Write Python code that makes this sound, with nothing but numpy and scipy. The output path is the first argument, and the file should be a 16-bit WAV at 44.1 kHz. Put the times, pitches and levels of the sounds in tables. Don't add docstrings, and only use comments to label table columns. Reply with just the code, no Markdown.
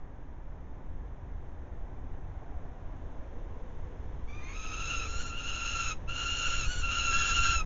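import sys
import numpy as np
from scipy import signal
from scipy.fft import rfft, irfft, next_fast_len
from scipy.io import wavfile

SR = 44100
rng = np.random.default_rng(int(sys.argv[2]) if len(sys.argv) > 2 else 0)


def bounce(signal):
    frames = np.transpose(np.atleast_2d(signal))
    limited = np.clip(frames, -1, 1)
    pcm = np.round(limited * 32767).astype(np.int16)
    wavfile.write(sys.argv[1], SR, pcm)


N = 337365
T = np.arange(N) / SR


# (start [s], end [s], opening pitch [Hz], final pitch [Hz], opening level [dB], final level [dB],
#  closing pitch fall [octaves], closing time [s], roughness [factor], closing roughness [factor])
FIRST_CRIES = [(4.268, 4.57, 1175, 1224, -46.5, -51, 0, .025, 0.62, 0.61),
               (4.53, 5.085, 1262, 1400, -48, -36.5, 0.36, 0.039, 1.2, 0.92),
               (5.29, 5.935, 1387, 1379, -41, -34, 0.21, 0.039, 1.01, 1.2),
               (6.07, 6.67, 1407, 1399, -35.5, -33, 0.21, .04, 0.936, 1.04),
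               (6.81, 7.625, 1385, 1354, -33, -30, 0.11, .05, 0.98, 0.48)]

def first_falcon():
    return cries(FIRST_CRIES, harmonics_db=[-10.5, -3.5, -18, -21.5, -19.0],
                 pitch_shake=0.02016, shake_hz=173.7, level_shake=0.24, air_db=-15)


OPENING_SQUEAK = [(4.385, 4.555, 997, 1120, -59, -48, 0, 0.039, 0.53, 0.87)]
SECOND_CRIES = [(4.51, 5.04, 1288, 1306, -57, -47, 0, .03, 1.09, 0.81),
                (5.0, 5.322, 1333, 1423, -49.5, -45.5, .11, .033, 0.87, 0.77),
                (5.38, 5.94, 1324, 1347, -53, -43, 0.037, 0.029, 0.98, 1.1),
                (6.14, 6.66, 1375, 1393, -46.5, -41, 0.089, .05, 0.97, 0.94),
                (6.62, 6.838, 1428, 1452, -45.5, -42.5, 0.037, 0.033, .8, 0.94),
                (6.9, 7.612, 1340, 1382, -43, -37, 0.13, 0.036, 0.88, .3)]

def second_falcon():
    squeak = cries(OPENING_SQUEAK, harmonics_db=[-5.5, 5.5, -20, -15.5, -25, -11.5],
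                   pitch_shake=0.011, shake_hz=200, level_shake=0.46, air_db=-10)
    screams = cries(SECOND_CRIES, harmonics_db=[-3, -1.5, -5.0, -5.5, -1.5],
                    pitch_shake=0.0212, shake_hz=196, level_shake=0.27, air_db=-3.0)
    return squeak + screams


THIRD_CRIES = [(7.11, 7.35, 1665, 1658, -35, -41, 0.051, .04, 1, 1.1),
               (7.42, 7.56, 1616, 1620, -38, -39.5, 0.065, .03, 0.99, 1)]

def third_falcon():
    return cries(THIRD_CRIES, harmonics_db=[-3.5, -8, -9.5, -28.0],
                 pitch_shake=0.024, shake_hz=220, level_shake=0.36, air_db=-11.5)


def cries(rows, **voice):
    throb_hz, throb_peak_s, throb_db, throb_octaves = 12.38, 7.372, 2.5, 0.021
    out = np.zeros(N)
    for start, end, open_hz, final_hz, open_db, final_db, fall, close_s, rough, close_rough in rows:
        on = (T >= start) & (T <= end)
        t = T[on]
        since, left, progress = t - start, end - t, (t - start) / (end - start)
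        effort = wander(14, len(t))
        excitement = np.exp(-((t - throb_peak_s) / 0.2) ** 2)
        throb = 2 * np.pi * throb_hz * (t - throb_peak_s)
        slide_octaves = -0.2 * np.exp(-since / 0.014) - fall * np.exp(-left / close_s)
        waver_octaves = 0.01197 * effort - throb_octaves * excitement * np.sin(throb)
        hz = (open_hz + (final_hz - open_hz) * progress) * 2 ** (slide_octaves + waver_octaves)
        level_db = final_db + (open_db - final_db) * (1 - progress) ** 1.76
        waver_db = 0.81 * effort + throb_db * excitement * np.cos(throb)
        fade_db = -8 * np.exp(-left / 0.019)
        roughness = rough + (close_rough - rough) * np.exp(-(left / (2 * close_s)) ** 2)
        out[on] += undb(level_db + waver_db + fade_db) * syrinx(t, hz, roughness, **voice)
    return out


# (frequency [Hz], level [dB])
BREATH_TONE = [(700, -45.5), (1100, -17.5), (1500, -2.5), (2000, 2.5), (2450, 0), (3000, -1), (3600, -3),
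               (4300, -7.5), (5400, -10.5), (6100, 2), (6800, -1.5), (7600, -28)]

def syrinx(t, hz, roughness, harmonics_db, pitch_shake, shake_hz, level_shake, air_db):
    count, since = len(t), t - t[0]
    stumble = roughness * (pitch_shake * wander(shake_hz, count) + 0.00583 * wander(40.4, count))
    phase = 2 * np.pi * np.cumsum(hz * (1 + stumble)) / SR
    shared_shake = wander(360, count)
    tone = 0
    for k, db in enumerate(harmonics_db, 1):
        strength = 1 + level_shake * roughness * (shared_shake + 1.35 * wander(190, count))
        build_up = 1 - np.exp(-since / (0.0049 * k))
        head_turn_db = 1.25 * wander(22, count)
        tone += undb(db + head_turn_db) * build_up * unit(strength * np.sin(k * phase))
    puffs = 1 + 0.74 * np.cos(phase)
    air = undb(air_db) * roughness * build_up * puffs * noise(BREATH_TONE, count)
    soft_edges = np.clip(np.minimum(since, t[-1] - t) / 0.014, 0, 1)
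    flutter = undb(0.73 * roughness * wander(45, count))
    return (tone + air) * soft_edges * flutter


# (frequency [Hz], boost or cut [dB])
BEAK_TONE = [(700, -5.5), (1170, -2), (1300, 3), (1650, 1), (1950, -9.5), (2330, -1.5), (2750, 0),
             (3600, 1.5), (4200, -1.5), (4500, 1), (4870, 2.5), (5150, -1.5), (5900, -2), (6450, 6.5),
             (7200, -3)]

def beak(voices):
    return colour(voices, BEAK_TONE)


def wall_echoes(sound, echo_db=-7, tail_db=-14, tail_s=0.17):
    t = T[:SR // 2]
    tail = rng.standard_normal(len(t)) * undb(-60 * t / tail_s) * (t > .006)
    response = undb(tail_db) * tail / np.sqrt(np.sum(tail ** 2))
    response[0] = 1
    for k, delay_s in enumerate(np.sort(rng.uniform(.005, .024, 4)), 1):
        response[int(delay_s * SR)] += undb(echo_db) / k
    return signal.fftconvolve(sound, response / np.sqrt(np.sum(response ** 2)))[:N]


# (time [s], buffeting level [dB], rushing level [dB])
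WIND_LEVELS = [(0, -45.5, -54.5), (1, -39, -54), (2.3, -40, -52.5), (4, -39, -52.5), (6.3, -38, -51.5),
               (6.75, -31.5, -52), (7, -38.5, -50.5), (7.2, -31.5, -50), (7.65, -32.5, -49.5)]
# (frequency [Hz], level [dB])
BUFFET_TONE = [(12, 5.5), (25, 2), (50, -1), (80, -3), (110, -13), (170, -22.5), (300, -48.5), (1500, -97)]
RUSH_TONE = [(90, -7), (160, 3), (200, -0.5), (255, 3.5), (370, -1.5), (500, -2.5), (700, -4.5), (1000, -5),
             (1250, -12.5), (1750, -13), (2400, -24), (3500, -56.5), (6000, -74)]
HISS_TONE = [(300, -19), (1200, -9.5), (2000, 3.5), (2700, 2), (3600, 0.5), (4200, -9.5), (4800, -6.5),
             (5500, -8), (6300, -1.5), (7500, -11.5)]

def wind():
    buffet_db, rush_db = curves(WIND_LEVELS, T)
    hiss_db = -74 + 1.6 * T
    buffet = noise(BUFFET_TONE, N) * undb(buffet_db + 1.1 * wander(8.5, N))
    rush = noise(RUSH_TONE, N) * undb(rush_db + 0.86 + .5 * wander(24.0, N))
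    hiss = noise(HISS_TONE, N) * undb(hiss_db + .2 * wander(1.5, N))
    return buffet + rush + hiss


# (time [s], pitch [Hz], level [dB])
FAR_DRONE = [(0, 800, -88), (2.6, 740, -56.5), (3.1, 630.5, -60.5), (3.5, 459.6, -52.5),
             (4.3, 485.3, -61.5), (5.1, 462.5, -52), (5.6, 500, -70), (6.4, 530, -53), (7.65, 520, -64)]

def town(hum_hz=131.6):
    hum_db = -60.5 + 0.5 * T
    hum_phase = 2 * np.pi * np.cumsum(hum_hz * (1 + 0.019 * wander(6.5, N))) / SR
    hum = np.sin(hum_phase) * undb(3.2 * wander(4.0, N))
    drone_hz, drone_db = curves(FAR_DRONE, T)
    drone_phase = 2 * np.pi * np.cumsum(drone_hz) / SR
    drone = wander(60, N) * np.cos(drone_phase) - wander(55, N) * np.sin(drone_phase)
    return undb(hum_db) * unit(hum) + undb(drone_db - 3.0) * unit(drone)


def undb(db):
    return 10 ** (np.asarray(db) / 20)


def unit(x):
    return x / np.sqrt(np.mean(x ** 2))


def curves(rows, t):
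    times, *columns = np.transpose(rows)
    return [np.interp(t, times, column) for column in columns]


def colour(x, points):
    size = next_fast_len(len(x) + 4096)
    hz, db = np.transpose(points)
    f = np.maximum(np.fft.rfftfreq(size, 1 / SR), 1)
    gain = undb(np.interp(np.log(f), np.log(hz), db))
    return irfft(rfft(x, size) * gain, size)[:len(x)]


def noise(points, count):
    return unit(colour(rng.standard_normal(count), points))


def wander(hz, count):
    size = next_fast_len(count)
    f = np.fft.rfftfreq(size, 1 / SR)
    spectrum = rfft(rng.standard_normal(size)) / np.sqrt(1 + (f / hz) ** 4)
    return unit(irfft(spectrum, size)[:count])


def scene():
    voices = first_falcon() + third_falcon() + second_falcon()
    falcons = undb(0.42) * wall_echoes(beak(voices))
    return (falcons + wind() + town())[None]


# (frequency [Hz], boost or cut [dB])
MICROPHONE_TONE = [(20, 2), (4300, -2), (4600, -5.5), (4830, -11.5), (5150, -1.5), (6900, -3.5),
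                   (7300, -4.5), (7700, -37.5)]

def record(dry, top_hz=7500):
    fade_out = np.minimum((T[-1] - T) / .005, 1)
    housed = colour(dry[0] * fade_out, MICROPHONE_TONE)
    high_cut = signal.ellip(10, .2, 80, top_hz, fs=SR, output="sos")
    return signal.sosfilt(high_cut, housed)[None]


dry = scene()
out = record(dry)
bounce(out)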